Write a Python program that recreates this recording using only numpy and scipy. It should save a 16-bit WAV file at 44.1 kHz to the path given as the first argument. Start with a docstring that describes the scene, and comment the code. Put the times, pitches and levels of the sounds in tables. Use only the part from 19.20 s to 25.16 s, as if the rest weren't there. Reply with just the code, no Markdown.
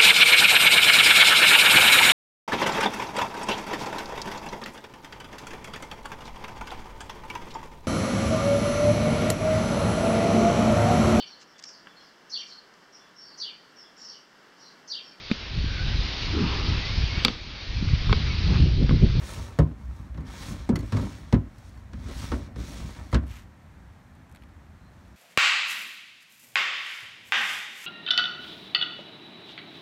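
"""Three drawers of a wooden chest are pulled open and pushed shut, outdoors and close to a phone.
Their dry runners rasp in tiny slips and shake the hollow chest. Stops and drawer fronts knock it,
hands brush and bump it, and the metal handles tick. Then a shoe scuffs and grit cracks underfoot.
Distant traffic and two faint chirps lie behind it all."""
import sys
import numpy as np
from scipy import signal
from scipy.fft import rfft, irfft
from scipy.io import wavfile
from scipy.ndimage import uniform_filter1d

SR = 44100
rng = np.random.default_rng(int(sys.argv[2]) if len(sys.argv) > 2 else 0)


def unload_wav(signal):
    """Save mono or channel-first audio to the path in sys.argv[1] as 16-bit WAV at rate SR, clipped to [-1, 1]."""
    wavfile.write(
        sys.argv[1],
        SR,
        np.round(np.clip(np.atleast_2d(signal).T, -1, 1) * 32767).astype(np.int16),
    )


N = 262836

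# Tone of rubbed wood: f/Hz, level/dB
RUB_TONE = [(880, -24), (1500, -1), (1980, -3), (2210, -2), (2880, -6), (3550, -2.5), (4550, -5.5),
            (4920, -6), (5490, -5), (7760, -12.5), (8570, -12.5), (10200, -15.5), (11200, -18),
            (14900, -26.5), (16000, -18)]
# Wood being rubbed: five drawer slides and two faint brushes of a hand (at 0.601 and 2.332 s):
# start t/s, fastest t/s, stop t/s, rasp level/dB at each of the three, then at full speed:
# brightness/(dB per octave), level/dB of thin panels, fronts, hum, boom
RUBS = [(-.02, .11, 0.42, -56.5, -48.5, -66.5, 3, -47, -47, -50, -42),
        (0.601, .78, 0.87, -82.5, -73, -80, 7, -58.5, -75, -52, -48),
        (1.08, 1.24, 1.497, -57, -49, -65, 2.5, -48.5, -53, -47, -43),
        (1.587, 1.825, 2.146, -65, -53.5, -67.5, 1, -54, -55, -45, -39),
        (2.332, 2.42, 2.6, -78.5, -70, -77, 5, -69, -72, -60, -51),
        (2.74, 3.03, 3.27, -70, -48.5, -64, 1.5, -49, -52, -43, -38),
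        (3.39, 3.48, 3.92, -56, -52, -64, 2, -57, -55, -46, -48)]
HAND_OFF_S = 4.3  # a hand faintly rubs and shakes the chest until then

def wood_rasp():
    """Dry runners or a brushing hand catch and slip on the wood; a slower rub is softer and duller."""
    friction = colour(slips(per_second=11000, spread_db=-0.5), RUB_TONE)
    power = (undb(-78) * gate(0, HAND_OFF_S)) ** 2
    tilt = np.zeros(N)
    for rub in RUBS:
        start, drop_db, moving = rub_curve(*rub[:6])
        top_db, brightness = rub[4], rub[6]
        add(power, start, (moving * undb(top_db - drop_db)) ** 2)
        add(tilt, start, moving * (brightness - 0.2011 * drop_db))
    centres = 1000 * 2 ** np.arange(0, 4.1, .25)
    patches = wander(24.81)  # narrow patches of the wood sing up briefly
    rasp = np.zeros(N)
    for k, hz in enumerate(centres):
        tilt_db = tilt * np.log2(min(hz, 10000) / 4000)
        patch_db = 2 * np.roll(patches, k * N // len(centres))
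        rasp += undb(tilt_db + patch_db) * band(friction, hz, hz / 6, order=1)
    return np.sqrt(power) * undb(0.39 * wander(33)) * rasp


# The chest's own notes (modes): f/Hz, level/dB, t60/s (the time to die away by 60 dB)
CHEST_MODES = [(48.14, -16, 0.1), (59.7, 3, 0.26), (65.4, 3, 0.41), (91, 5.5, 0.34), (106.7, 2.5, 0.31),
               (154.7, 3.5, 0.36), (201.5, 5, 0.24), (238.2, 4, 0.25), (264.3, -3.5, 0.34), (285, 0, 0.25),
               (347.6, -2, 0.22), (394, -8.5, 0.28), (472, 0, 0.12), (544.6, -3, 0.15), (593, -4.5, 0.2),
               (656, -9, 0.22), (780, 1, 0.046), (935.4, -2.5, 0.13), (1045, -8, 0.24), (1149, -2, 0.068),
               (1293, -6.5, .12), (1492.5, -14, 0.17), (1777, -5.5, 0.076), (2158, -9, 0.08)]

def struck_chest(t, level_at, body_share, panel_share, rise_cycles):
    """A blow starts all modes; level_at maps log f to dB, and the shares scale the ring times."""
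    free_hz, mode_db, t60 = np.array(CHEST_MODES)[:, :, None].transpose(1, 0, 2)
    count, is_panel = len(CHEST_MODES), free_hz > 320
    level_luck, pitch_luck = rng.standard_normal((2, count, 1))
    hz = free_hz * (1 + (.01 + .02 * is_panel) * pitch_luck)  # the wood is held differently each time
    # low modes move the chest as a whole; higher neighbours swing opposite ways
    direction = np.where(free_hz < 125, 1, (-1.) ** np.arange(count)[:, None])
    steps = np.repeat(rng.standard_normal((count, len(t) // 150 + 1)), 150, axis=1)
    shiver = uniform_filter1d(steps, size=150)[:, :len(t)]
    rattle = 1 + .6 * is_panel * unit(shiver)  # loose joints roughen the panels' ring
    since = np.maximum(t - 0.0039 * ~is_panel, 0)  # the body answers just after the contact
    rise = 1 - np.exp(-since * hz / rise_cycles)
    decay = np.exp(-np.log(1000) * since / (t60 * np.where(is_panel, panel_share, body_share)))
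    gain = direction * undb(level_at(np.log(free_hz)) + mode_db + 1.1 * level_luck)
    return np.sum(gain * rise * decay * rattle * np.sin(2 * np.pi * hz * since), axis=0)


# Hard blows: t/s, crack level/dB, its treble level/dB, crack t60/s, share of ring time left to the
# body, ring level/dB of sides, back, air inside, bottom boards, fronts, thin panels
KNOCKS = [(0.3883, -27.5, -37.5, 0.038, .6, -13, -12.5, -5.5, -30, -18, -28),
          (0.3992, -56, -58, 0.026, .64, -19, -32, -16, -38, -31, -35),
          (0.7908, -55, -69, 0.039, .58, -32, -37.5, -36, -51, -50, -62),
          (0.9448, -49, -68, 0.042, .7, -29, -37, -55, -41, -48, -57),
          (0.9747, -46.5, -63, 0.053, 1., -36, -42, -31.5, -49, -46, -43),
          (1.4907, -36, -40, 0.055, .55, -25, -25, -24, -12.5, -19.5, -31),
          (1.5564, -27, -47, 0.026, .44, -34, -26, -47, -26, -35, -43),
          (1.722, -31.5, -42, 0.047, .7, -43, -17, -32.5, -23, -36, -33),
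          (1.741, -47, -52, 0.017, .79, -25, -18.5, -40, -33, -30, -48),
          (1.7683, -33.5, -44, 0.044, .54, -21, -47, -22, -39, -36, -30),
          (2.1258, -24.5, -39, 0.025, .66, -11.5, -14.5, -14.5, -10, -21, -30),
          (2.1423, -30.5, -65, 0.039, .72, -38, -11.5, -30, -32, -30, -38),
          (2.7327, -40, -57, 0.028, .87, -28, -36, -42.5, -37.5, -49, -53),
          (2.8842, -45, -51, 0.11, .57, -35, -53, -51, -47, -40, -58),
          (3.1176, -30.5, -53, 0.055, .93, -17.5, -52, -59, -25, -27, -27),
          (3.3588, -39.5, -52, 0.028, .8, -27.5, -35, -36.5, -38.5, -42, -52),
          (3.9275, -35, -44, 0.093, .92, -12.5, -16, -34.5, -28.5, -30, -29),
          (3.9437, -22, -38.5, 0.048, .84, -24, -18, -23.5, -22, -27, -29.5)]
# Where those six parts ring: f/Hz
PART_PITCHES = [60, 105, 150, 220, 400, 1200]
# Bands of a crack (wood swallows the treble first): f/Hz, level/dB, share of the crack's t60
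CRACK_BANDS = [(1416, 5, 2.8), (2690, -0.5, 2.08), (4330, 7, 1.2), (7600, 7, 0.9), (13000, -4, .35)]

def drawer_knocks():
    """Stops and fronts hit the chest: a sharp crack, and the whole box rings."""
    out, t = np.zeros(N), np.arange(SR // 4) / SR
    for start, crack_db, treble_db, crack_t60, body_share, *part_db in KNOCKS:
        knock = struck_chest(t, lambda log_hz: np.interp(log_hz, np.log(PART_PITCHES), part_db) - 4.5,
                             body_share, panel_share=.97, rise_cycles=0.43)
        for hz, band_db, share in CRACK_BANDS:
            db = band_db + np.interp(hz, [3000, 8000], [crack_db, treble_db]) - 8
            burst = crack(t, max(share * crack_t60, .004))
            knock += undb(db) * np.sqrt(SR / hz / 4) * band(burst, hz, 0.57 * hz)
        add(out, start, knock)
    return out


# A drawer catches and judders: t/s, half length/s, level/dB of thin panels, fronts, hum, boom
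CATCHES = [(.2, .03, -55, -50, -44, -38), (1.03, .05, -56, -60, -39, -38), (1.33, .06, -54, -50, -38, -36),
           (1.6, .05, -54, -50, -31, -28), (1.815, .055, -44, -40, -27, -34),
           (2.9, .04, -54, -48, -39, -38), (3.04, .03, -46, -50, -42, -42), (3.18, .04, -58, -45, -38, -34),
           (3.3, .04, -66, -54, -46, -44), (3.4, .04, -64, -55, -38, -34), (3.53, .03, -54, -49, -45, -55),
           (3.64, .08, -49.5, -51, -43, -36), (3.8, .04, -49, -54, -52, -42),
           (4.02, .05, -64, -53, -39, -40)]

def chest_shake():
    """Slips shake the chest as its wood is rubbed, and as drawers catch or shudder after a knock."""
    t = np.arange(SR // 3) / SR
    force = slips(per_second=1500, spread_db=3)
    # Thin panels, fronts, hum, boom: low f/Hz, high f/Hz, share of ring time the runners leave,
    # hand level/dB, dB lost per dB of rasp lost, shudder level/dB relative to the knock
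    groups = [(730, 3000, .4, -67, .7, -23.5), (320, 730, .4, -81, .76, -23),
              (125, 320, .5, -60, .5, -17.5), (0, 125, .6, -47, .27, -18.5)]
    out, shudder_t60 = np.zeros(N), 0.38
    for k, (low, high, share, hand_db, loss, shudder_db) in enumerate(groups):
        ringing = sum(undb(db) * ring(force, hz, share * t60)
                      for hz, db, t60 in CHEST_MODES if low < hz <= high)
        power = (undb(hand_db) * gate(0, HAND_OFF_S)) ** 2
        for rub in RUBS:
            start, drop_db, moving = rub_curve(*rub[:6])
            add(power, start, (moving * undb(rub[7 + k] - loss * drop_db)) ** 2)
        for start, *_, sides, back, air, bottom, fronts, panels in KNOCKS:
            knock_db = (panels, fronts, max(air, bottom), max(sides, back))[k]
            add(power, start, undb(knock_db + shudder_db - 60 * t / shudder_t60) ** 2)
        for middle, half, *catch_db in CATCHES:
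            swell = np.exp(-(t / half - 2) ** 2)
            add(power, middle - 2 * half, (undb(catch_db[k]) * swell) ** 2)
        out += np.sqrt(power) * unit(ringing)
    return out


# Pushes from hands and lurching drawers: t/s, boom level/dB, hum level/dB
BUMPS = [(0.009, -20.5, -58), (0.171, -20, -34.5), (0.216, -32, -44), (0.63, -26, -57), (0.679, -25, -54),
         (0.892, -24.5, -59), (1.309, -24, -27.5), (1.394, -27, -40), (1.525, -20, -19.5),
         (1.843, -30, -27.5), (2.004, -32, -50), (2.775, -31, -37), (2.849, -23, -50), (2.953, -24.5, -39),
         (3.093, -19, -45), (3.218, -31, -38.5), (3.394, -21, -38.5), (3.638, -27, -33.5),
         (3.779, -32, -46)]

def soft_bumps():
    """Soft pushes stir mostly the low modes, and a hand cuts their ring short."""
    out, t = np.zeros(N), np.arange(SR // 6) / SR
    for start, boom_db, hum_db in BUMPS:
        levels = [boom_db, hum_db, hum_db - 18.5]
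        bump = struck_chest(t, lambda log_hz: np.interp(log_hz, np.log([60, 150, 500]), levels) - 5,
                            body_share=0.58, panel_share=1, rise_cycles=0.6)
        add(out, start, bump)
    return out


# Handle ticks: t/s, level/dB, ringing share (0 to 1)
HANDLE_TICKS = [(0.174, -51.5, 0.5), (1.0054, -45, 0.4), (1.5565, -21.5, 0.5), (1.5899, -31, 0.35),
                (1.6062, -37, 0.37), (2.382, -43.5, 0.2), (2.493, -46, 0.4), (2.574, -47, 0.5),
                (3.9164, -37, 0.3), (4.0304, -49, 0.3)]
# Notes of a metal handle: f/Hz, width/Hz, level/dB
HANDLE_MODES = [(2038, 162, 12), (3270, 400, -3), (4440, 320, 6), (5530, 440, -5), (6560, 1100, -5)]

def handle_ticks():
    """Loose handles clack on their plates: a dry click, with a brief ring when they swing free."""
    out, t = np.zeros(N), np.arange(SR // 5) / SR
    for start, tick_db, share in HANDLE_TICKS:
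        click = crack(t, t60=0.044)
        ringing = sum(undb(db) * band(click, hz, width) for hz, width, db in HANDLE_MODES)
        tick = share * ringing + (1 - share) * 0.32 * band(click, 6800, 9600)
        add(out, start, undb(tick_db - 6) * tick / np.abs(tick).max())
    return out


# Grains of grit: t/s, level/dB, treble level/dB
GRIT = [(4.0672, -56, -59), (4.0786, -48, -56), (4.951, -63, -66), (5.0954, -62, -63), (5.114, -58, -62),
        (5.1233, -57, -60), (5.1483, -44, -55), (5.1595, -43, -55), (5.17, -49, -70), (5.221, -48, -64),
        (5.236, -49, -65), (5.2904, -55, -73), (5.8792, -57, -67)]

def grit_cracks():
    """Each grain cracks under a shoe with one short click."""
    out, t = np.zeros(N), np.arange(SR // 20) / SR
    for start, db, treble_db in GRIT:
        click = crack(t, t60=.02)
        add(out, start, undb(db + 7) * band(click, 2400, 2640))
        add(out, start, undb(treble_db + 8) * band(click, 8200, 6600))
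    return out


# A shoe turning on concrete: start t/s, fastest t/s, stop t/s, level/dB at each of the three
SCUFF = (4.085, 4.14, 4.225, -59, -50, -58)
# Tone of that scuff: f/Hz, level/dB
SCUFF_TONE = [(470, -42), (800, -6), (1680, -3.5), (2100, -1), (4800, -11.5), (5800, -11), (9100, -17),
              (14700, -20), (16000, -33.5)]

def shoe_scuffs():
    """Soles rub the ground in tiny slips: one scuff, then a soft shuffle at the end."""
    start, drop_db, moving = rub_curve(*SCUFF)
    scuff = np.zeros(N)
    add(scuff, start, moving * undb(SCUFF[4] - drop_db))
    shuffle = undb(-73) * gate(5.7, N / SR + 1)
    out = np.zeros(N)
    for loudness, tone in ((scuff, SCUFF_TONE), (shuffle, RUB_TONE)):
        rub = colour(slips(per_second=6000, spread_db=2), tone)
        out += loudness * undb(1.5 * wander(34)) * rub
    return out


# Faint chirps: start t/s, end t/s, f/Hz, level/dB
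CHIRPS = [(.74, .82, 3850, -70), (5.57, 5.73, 4100, -76)]

def far_chirps():
    """Thin, wavering notes far away, made of noise ringing at one pitch."""
    return sum(undb(db) * gate(start, end) * unit(ring(rng.standard_normal(N), hz, t60=0.055))
               for start, end, hz, db in CHIRPS)


# Tone of traffic and air: f/Hz, level/dB
TRAFFIC_TONE = [(15, -45), (25, -6), (59, 1.5), (82, 3.5), (134, -5.5), (200, -4.5), (439, -22),
                (607, -18.5), (1840, -23), (2840, -33), (8830, -43), (14800, -49.5), (16000, -55)]

def distant_traffic():
    """A low rush of traffic and air that swells a little."""
    return undb(-49 + 0.21 * wander(2.7)) * colour(rng.standard_normal(N), TRAFFIC_TONE)


def rub_curve(start, fastest, stop, start_db, top_db, stop_db):
    """A rub's first moment, its drop in dB from full speed, and a gate that is 1 while it moves."""
    grip_s = 0.038  # time to get going and to stop
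    t = np.arange(max(start - grip_s, 0), stop + grip_s, 1 / SR)
    before = np.clip((fastest - t) / (fastest - start), 0, 1)
    after = np.clip((t - fastest) / (stop - fastest), 0, 1)
    drop_db = (top_db - start_db) * before ** 1.45 + (top_db - stop_db) * after ** 1.33
    moving = np.clip(1 + np.minimum(t - start, stop - t) / grip_s, 0, 1)
    return t[0], drop_db, moving


def slips(per_second, spread_db):
    """A surface catching and letting go: clicks of random size at random times."""
    hit = rng.random(N) < per_second / SR
    return hit * rng.standard_normal(N) * undb(spread_db * np.minimum(rng.exponential(size=N), 4))


def crack(t, t60):
    """A sudden burst of noise that dies away."""
    return rng.standard_normal(len(t)) * np.exp(-np.log(1000) * t / t60) * (1 - np.exp(-t / 0.0002))


def ring(x, hz, t60):
    """Let x set one fading note ringing."""
    pole = np.exp(2j * np.pi * hz / SR - np.log(1000) / (t60 * SR))
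    return signal.lfilter([1], [1, -pole], x).imag


def band(x, hz, width_hz, order=2):
    """Keep the frequencies around hz."""
    edges = [hz - width_hz / 2, min(hz + width_hz / 2, .45 * SR)]
    return signal.sosfilt(signal.butter(order, edges, "band", fs=SR, output="sos"), x)


def colour(x, tone):
    """Shape x by a tone table of (f/Hz, level/dB) points; the result has size 1."""
    hz, db = np.transpose(tone)
    bins = np.arange(len(x) // 2 + 1) * SR / len(x) + 1
    gain = undb(np.interp(np.log(bins), np.log(hz), db))
    return unit(irfft(rfft(x) * gain, len(x)))


def wander(per_second):
    """A smooth random drift of size 1."""
    hold = int(SR / per_second)
    steps = np.repeat(rng.standard_normal(N // hold + 1), hold)
    return unit(uniform_filter1d(uniform_filter1d(steps, hold), hold)[:N])


def gate(start, end):
    """1 between two times, with short fades; from time 0 it only fades out."""
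    t = np.arange(N) / SR
    ramp = np.minimum(t - start, end - t) / 0.036 if start > 0 else (end - t) / 0.061
    return np.clip(ramp, 0, 1)


def add(out, start, x):
    """Mix x into out from start, in seconds."""
    i = int(start * SR)
    out[i:i + len(x)] += x[:len(out) - i]


def undb(db):
    """Turn decibels into a multiplier."""
    return np.exp(np.asarray(db) * (np.log(10) / 20))


def unit(x):
    """Scale to an average size (rms) of 1."""
    return x / np.sqrt(np.mean(x ** 2))


def scene():
    """Chest, feet and background all reach one microphone."""
    chest = wood_rasp() + chest_shake() + drawer_knocks() + soft_bumps() + handle_ticks()
    return (chest + grit_cracks() + shoe_scuffs() + far_chirps() + distant_traffic())[None]


# Bands weakened by the phone's microphone opening: f/Hz, width/Hz, level/dB
MIC_DIPS = [(4900, 220, -6.5), (10350, 1050, -4.5)]

def record(dry):
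    """The phone drops the deepest bass, weakens two bands and cuts the highest treble."""
    x = signal.sosfilt(signal.butter(4, 43, "high", fs=SR, output="sos"), dry)
    for hz, width_hz, db in MIC_DIPS:
        x = x - (1 - undb(db)) * band(x, hz, width_hz, order=1)
    return signal.sosfilt(signal.ellip(12, .5, 60, 15740, fs=SR, output="sos"), x)


dry = scene()
out = record(dry)
unload_wav(out)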